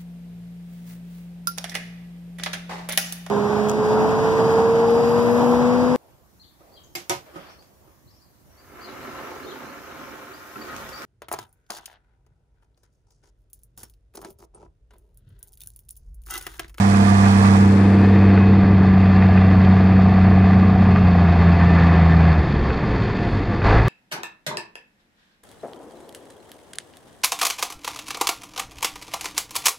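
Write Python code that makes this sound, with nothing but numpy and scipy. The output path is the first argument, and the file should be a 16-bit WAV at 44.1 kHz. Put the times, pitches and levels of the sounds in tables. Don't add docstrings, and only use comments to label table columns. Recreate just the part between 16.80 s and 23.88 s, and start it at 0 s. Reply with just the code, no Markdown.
import sys
import numpy as np
from scipy import signal
from scipy.fft import rfft, irfft
from scipy.io import wavfile

SR = 44100
rng = np.random.default_rng(int(sys.argv[2]) if len(sys.argv) > 2 else 0)


def level_to_linear(level):
    exponent = np.asarray(level, float) / 20
    return 10 ** exponent


def file_out(sig):
    cols = np.atleast_2d(sig).T
    lim = np.clip(cols, -1, 1)
    pcm = np.round(lim * 32767).astype(np.int16)
    wavfile.write(sys.argv[1], SR, pcm)


N = 312360
TIME_S = np.arange(N) / SR
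FFT_HZ = np.fft.rfftfreq(N, 1 / SR)
SWITCH_S = 0.72


def rms_one(x):
    return x / np.sqrt(np.mean(x ** 2) + 1e-20)


def in_time(rows):
    s, *columns = np.transpose(rows)
    return [np.interp(TIME_S, s, c) for c in columns]


def at_hz(points, column=1):
    points = np.array(points)
    return np.interp(np.log(FFT_HZ + 1), np.log(points[:, 0]), points[:, column])


def shaped(x, response):
    return irfft(rfft(x) * response, N)


def band_noise(low_hz, high_hz):
    band = signal.butter(2, [low_hz, high_hz], "band", fs=SR, output="sos")
    return rms_one(signal.sosfilt(band, rng.standard_normal(N)))


def drift(rate_hz):
    r = np.exp(-80 * np.pi * rate_hz / SR)
    slow = signal.lfilter([1], [1, -2 * r, r * r], rng.standard_normal(N // 40 + 2002))[2000:]
    return np.interp(np.arange(N) / 40, np.arange(len(slow)), rms_one(slow))


def swells(events, column=2):
    return sum(row[column] * np.exp(-((TIME_S - row[0]) / row[1]) ** 2) for row in events)


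def ramp(start_s, length_s):
    return np.clip(1 - (TIME_S - start_s) / length_s, 0, 1)


def strike(at, peaks_db, modes, spread_db):
    out = np.zeros(N)
    for hz, level_db, t60_s in modes:
        clicks = np.full(N, 1e-18)
        clicks[at] = level_to_linear(peaks_db + level_db + spread_db * rng.standard_normal(len(at)))
        r, w = level_to_linear(-60 / (t60_s * SR)), 2 * np.pi * hz / SR
        out += signal.lfilter([0, np.sin(w)], [1, -2 * r * np.cos(w), r * r], clicks)
    return out


# (time [s], fuel against full [dB], strain against cruise [dB])
THROTTLE = [(0, -6, 0), (.06, -4.5, -2), (1.06, -0.5, 1.5), (1.5, 1, 1), (1.9, 0, -1.5), (2.6, 1, .5),
            (4.3, -0.5, -0.5), (5.0, 0, 3), (5.52, 1.5, 1.5), (5.66, -15.5, -3), (6.15, -13, -1.5),
            (6.35, -19.5, -2.5), (6.81, -15.5, -4.5), (6.86, -5, 6.5), (6.93, -0.5, 9), (7.0, 2, 5),
            (7.04, -7.5, 0), (7.08, -7, 3.5)]
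# (time [s], length [s], first order [dB], second order [dB])
MISFIRES = [
    (4.55, 0.04, 1, -3.5),
    (4.78, 0.029, 0.5, -4),
    (5.56, 0.029, -2, -8),
    (5.6, 0.027, 11, 1),
    (5.7, 0.044, 4.5, -2),
    (5.87, .06, 6.5, -3.5),
]


def levels(rate_hz):
    fuel_db, strain_db = in_time(THROTTLE)
    lost_db = np.minimum(fuel_db, 0)
    cab_hz, cab_width_hz = 97.5, 2.45
    cab = np.exp(-((rate_hz - cab_hz) / cab_width_hz) ** 2)
    slower_hz = cab_hz - rate_hz
    far = ramp(SWITCH_S, 0.3)
    smooth = ramp(0.44, 1.34)
    first_flutter_db = 0.2 * lost_db * drift(9.7)
    second_loss_db = (0.55 + 0.2 * drift(14)) * lost_db
    off_pipe_db = 0.04 * np.abs(195.2 - 2 * rate_hz)
    return dict(
        first=-15.5 + fuel_db + first_flutter_db + swells(MISFIRES, column=2),
        second=-14 + second_loss_db - off_pipe_db + swells(MISFIRES, column=3),
        clatter=-29.5 + strain_db,
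        treble=-43.5 + 0.92 * strain_db - 1.5 * far - 0.15 * lost_db,
        knock=-28.5 + 0.55 * lost_db - 8.5 * cab - 0.12 * slower_hz,
        cab_tone=-30 + 7 * cab,
        boom=-31 + 0.9 * np.maximum(strain_db, 0) + 5 * cab - 3.5 * far - 0.22 * lost_db,
        rumble=-26.5 + 0.05 * strain_db - 0.06 * slower_hz - 12.5 * smooth)


# (multiple of firing rate [-], level against second order [dB])
WEAK_ORDERS = [(4 / 3, -22.5), (7 / 3, -14.5)]
# (multiple of firing rate [-], level against cab tone [dB])
CAB_ORDERS = [(3, -7), (10 / 3, -7), (9 / 2, -9.5), (14 / 3, -15)]


def exhaust(turn, first_db, second_db, cab_tone_db):
    second_lag_rad = 1.8
    out = level_to_linear(first_db + 0.28 * drift(32)) * np.cos(turn + 0.043 * drift(22))
    second_phase = 2 * turn - second_lag_rad + 0.02 * drift(11)
    out += level_to_linear(second_db + 0.17 * drift(34)) * np.cos(second_phase)
    for multiple, level_db in WEAK_ORDERS:
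        gain = level_to_linear(second_db + level_db + 2 * drift(0.76))
        out += gain * np.cos(multiple * turn + 0.5 * drift(0.63))
    fuelled_db = np.minimum(second_db + 14.5, 0)
    for multiple, level_db in CAB_ORDERS:
        gain = level_to_linear(cab_tone_db + fuelled_db + level_db + drift(4.9))
        out += gain * np.cos(multiple * turn + 0.37 * drift(5))
    return np.sqrt(2) * out


# (frequency [Hz], density [dB per Hz])
CLATTER = [(100, -72), (250, -18.5), (480, -9.5), (720, 0.6), (1400, -8.5), (2000, -9), (2700, -17),
           (3400, -20.5), (4900, -27.5), (5400, -36), (7300, -42.5), (7800, -53.5), (10300, -59.5),
           (11300, -105)]
# (frequency [Hz], width [Hz], level [dB])
BLOCK = [(450, 180, 6.5), (675, 200, -3), (1692, 110, 5), (2060, 230, 0.5), (2540, 230, 4.5),
         (2920, 91, -5.5), (3660, 590, 3.5), (3960, 220, -10), (4386, 770, 6)]


def clatter(turn, clatter_db, treble_db):
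    block_db = sum(db / (1 + (2 * (FFT_HZ - f) / width) ** 2) for f, width, db in BLOCK)
    colour = level_to_linear(at_hz(CLATTER) + block_db)
    upper = 1 / (1 + (2900 / (FFT_HZ + 1)) ** 8)
    swell_db = 0.68 * np.cos(turn) + 0.29 * np.cos(turn / 3) + 0.64 * drift(25)
    puffs = rng.standard_normal((2, N)) * level_to_linear(swell_db)
    low = shaped(puffs[0] * level_to_linear(0.68 * drift(20)), colour * (1 - upper))
    high = shaped(puffs[1] * level_to_linear(0.59 * np.cos(turn) + 0.92 * drift(30)), colour * upper)
    return level_to_linear(clatter_db + 1.5) * rms_one(low) + level_to_linear(treble_db - 1.16) * rms_one(high)


# (frequency [Hz], width [Hz], level against clatter [dB])
SINGING = [(704, 9, -12), (1085, 12, -14), (1174, 9, -11), (1787, 12, -14), (2004, 20, -18), (2412, 9, -22),
           (2530, 9, -21), (2707, 20, -25)]


def singing_parts(clatter_db):
    out = np.zeros(N)
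    for hz, width_hz, db in SINGING:
        r, w = np.exp(-np.pi * width_hz / SR), 2 * np.pi * hz / SR
        ring = signal.lfilter([1, 0, -1], [1, -2 * r * np.cos(w), r * r], rng.standard_normal(N))
        out += level_to_linear(clatter_db + db + 2.3 * drift(1.0)) * rms_one(ring)
    return signal.sosfilt(signal.butter(6, 4000, fs=SR, output="sos"), out)


# (frequency [Hz], density [dB per Hz])
RUMBLE = [(20, -39), (40, -11.5), (60, -1), (100, 2), (150, 2), (215, 1.5), (250, -10.5), (330, -18.5),
          (500, -62.5), (2000, -120)]
# (frequency [Hz], density [dB per Hz])
BOOM = [(30, -90), (120, -22), (220, 0), (270, 3.5), (350, 2), (450, 0.5), (600, -10), (900, -47),
        (3000, -120)]


def chassis(rumble_db, boom_db):
    shakes = rng.standard_normal((2, N)) * level_to_linear(0.8 * drift(14))
    rumble = level_to_linear(rumble_db + 5.5) * rms_one(shaped(shakes[0], level_to_linear(at_hz(RUMBLE))))
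    return rumble + level_to_linear(boom_db + 0.5) * rms_one(shaped(shakes[1], level_to_linear(at_hz(BOOM))))


# (frequency [Hz], density [dB per Hz])
WIND = [(5, -26.5), (15, 0), (30, 17), (50, 9.5), (75, 9), (150, -45), (1000, -120)]
# (time [s], length [s], rise [dB])
GUSTS = [
    (3.45, .15, 4),
    (3.95, 0.14, 8),
    (4.6, .15, 2.5),
    (5.21, .1, 3),
    (5.86, 0.13, 10.5),
    (6.92, .25, 9.5),
]


def wind():
    lumps = rng.standard_normal(N) * level_to_linear(1.5 * drift(6))
    breeze_db = -48.5 + 2.14 * TIME_S
    return level_to_linear(breeze_db + swells(GUSTS)) * rms_one(shaped(lumps, level_to_linear(at_hz(WIND))))


# (frequency [Hz], density [dB per Hz])
JET = [(1500, -65), (3000, -3), (4200, -4), (5500, -2), (7000, -5.5), (8600, -5.5), (10800, -13),
       (12000, -20.5), (13700, -24.5), (14200, -58.5)]


def jet(turn):
    puffs = rng.standard_normal(N) * level_to_linear(1.5 * np.cos(turn) + 0.7 * drift(40))
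    return level_to_linear(-32.5) * rms_one(shaped(puffs, level_to_linear(at_hz(JET))))


CYLINDER_DB = [-14, -13, 0, -15, -16, -4]
# (frequency [Hz], level [dB], t60 [s])
PANELS = [(704, 0, .07), (748, 0, .05), (1174, -5, .07), (1085, -8, .06)]


def knock(turn, knock_db):
    firing = (turn / (2 * np.pi)).astype(int)
    at = np.flatnonzero(np.diff(firing))
    raps = strike(at, np.array(CYLINDER_DB)[firing[at] % 6], PANELS, spread_db=2.5)
    out = np.zeros(N)
    for edges_hz in ([630, 830], [1000, 1260]):
        out += signal.sosfilt(signal.butter(2, edges_hz, "band", fs=SR, output="sos"), raps)
    return level_to_linear(knock_db - 0.5) * rms_one(out)


# (time [s], peak [dB])
TAPS = [
    (.1456, -11),
    (.4570, -10),
    (.464, -13),
    (.559, -16),
    (.652, -10),
    (.666, -14),
    (.8, -16),
]
# (time [s], peak [dB])
JOLTS = [(1.5768, -12), (2.4242, -15), (2.5755, -13.5), (3.7334, -16), (4.0585, -19), (4.1605, -15.5),
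         (4.4544, -32), (4.813, -15), (4.9443, -31), (5.904, -18), (6.8186, -18), (7.0604, -23)]
# (frequency [Hz], level [dB], t60 [s])
MOUNT = [(904, -4, 0.014), (1380, -9, 0.024), (1533, -4, .03), (1923, -0.5, 0.015), (2480, -6.5, 0.028)]


def rattles(events, offset_db):
    s, db = np.transpose(events)
    knocks = strike((s * SR).astype(int), db + offset_db, MOUNT, spread_db=2)
    return signal.sosfilt(signal.butter(6, 2900, fs=SR, output="sos"), knocks)


# (frequency [Hz], left [dB], right [dB], likeness [0-1])
PORTS = [(102, 1, 3, 0.92), (192, 0.3, 2.5, 0.97), (360, -6.5, -1.2, 1), (503, -3.5, 1.5, 0.9),
         (726, -4, 7.5, 0.7), (990, -2, 8.5, 0.4), (1390, 3.5, 8.5, 0.6), (2020, -3.5, 6, 0),
         (2700, 4, 6.5, 0.5), (4070, 4.5, 7, 0.9), (5500, 7.5, 7.5, .6), (7300, 6.5, 12.5, .6),
         (8000, -12, 8, .6)]


def ports(tones, noise, other_noise, own):
    cavity_hz, fade_db_per_s = 720, -38
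    alike = np.clip(at_hz(PORTS, column=3), 0, 1)
    lead_rad = 0.18 + np.pi * FFT_HZ ** 3 / (FFT_HZ ** 3 + cavity_hz ** 3)
    left = shaped(tones + noise, level_to_linear(at_hz(PORTS, column=1)))
    right_gain = level_to_linear(at_hz(PORTS, column=2)) * np.exp(1j * lead_rad)
    right = shaped(tones, right_gain) + shaped(noise, right_gain * alike)
    right += shaped(other_noise, right_gain * np.sqrt(1 - alike ** 2))
    opened = level_to_linear(fade_db_per_s * np.maximum(TIME_S - SWITCH_S, 0))
    return opened * (np.array([left, right]) + own) + (1 - opened) * (tones + noise)


def hiss(rate_hz):
    level_db = -68 + 4 * np.minimum(rate_hz - 78, 0) + 1.2 * drift(30)
    fizz = level_to_linear(level_db) * band_noise(11800, 14500) * (1 - ramp(SWITCH_S, 0.6))
    return fizz * level_to_linear([[-12], [0]])


# (time [s], length [s], level [dB])
SQUEAKS = [
    (6.43, .03, -77),
    (6.52, .06, -73),
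    (7.02, .04, -74),
]


def squeaks():
    events = [(s, length_s, level_to_linear(db)) for s, length_s, db in SQUEAKS]
    return band_noise(8750, 9650) * swells(events)


# (time [s], firing rate [Hz])
SPEED = [(0, 99.38), (1.28, 97.67), (1.92, 96.11), (2.02, 94.86), (2.54, 94.2), (3.77, 93.83),
         (3.86, 94.27), (4.22, 91.47), (4.46, 85.99), (4.88, 86.13), (5.07, 84.18), (5.49, 81.57),
         (5.62, 76.8), (6.15, 56), (6.3, 51.5), (6.8, 46), (7.0, 56), (7.08, 57)]


def scene():
    rate_hz, = in_time(SPEED)
    turn = 2 * np.pi * (0.95 + np.cumsum(rate_hz) / SR)
    db = levels(rate_hz)
    tones = exhaust(turn, db["first"], db["second"], db["cab_tone"]) + knock(turn, db["knock"])
    tones = tones + singing_parts(db["clatter"]) + rattles(JOLTS, -4)
    noise = clatter(turn, db["clatter"], db["treble"]) + chassis(db["rumble"], db["boom"]) + wind()
    other_noise = clatter(turn, db["clatter"], db["treble"]) + chassis(db["rumble"], db["boom"])
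    own = np.array([rattles(TAPS, -7), jet(turn)])
    return ports(tones, noise, other_noise, own) + hiss(rate_hz) + squeaks()


def low_pass(x):
    return signal.sosfilt(signal.butter(12, 15700, fs=SR, output="sos"), x)


def record(dry):
    mix = 1.2 * np.tanh(dry / 1.2)
    return low_pass(mix)


dry = scene()
out = record(dry)
file_out(out)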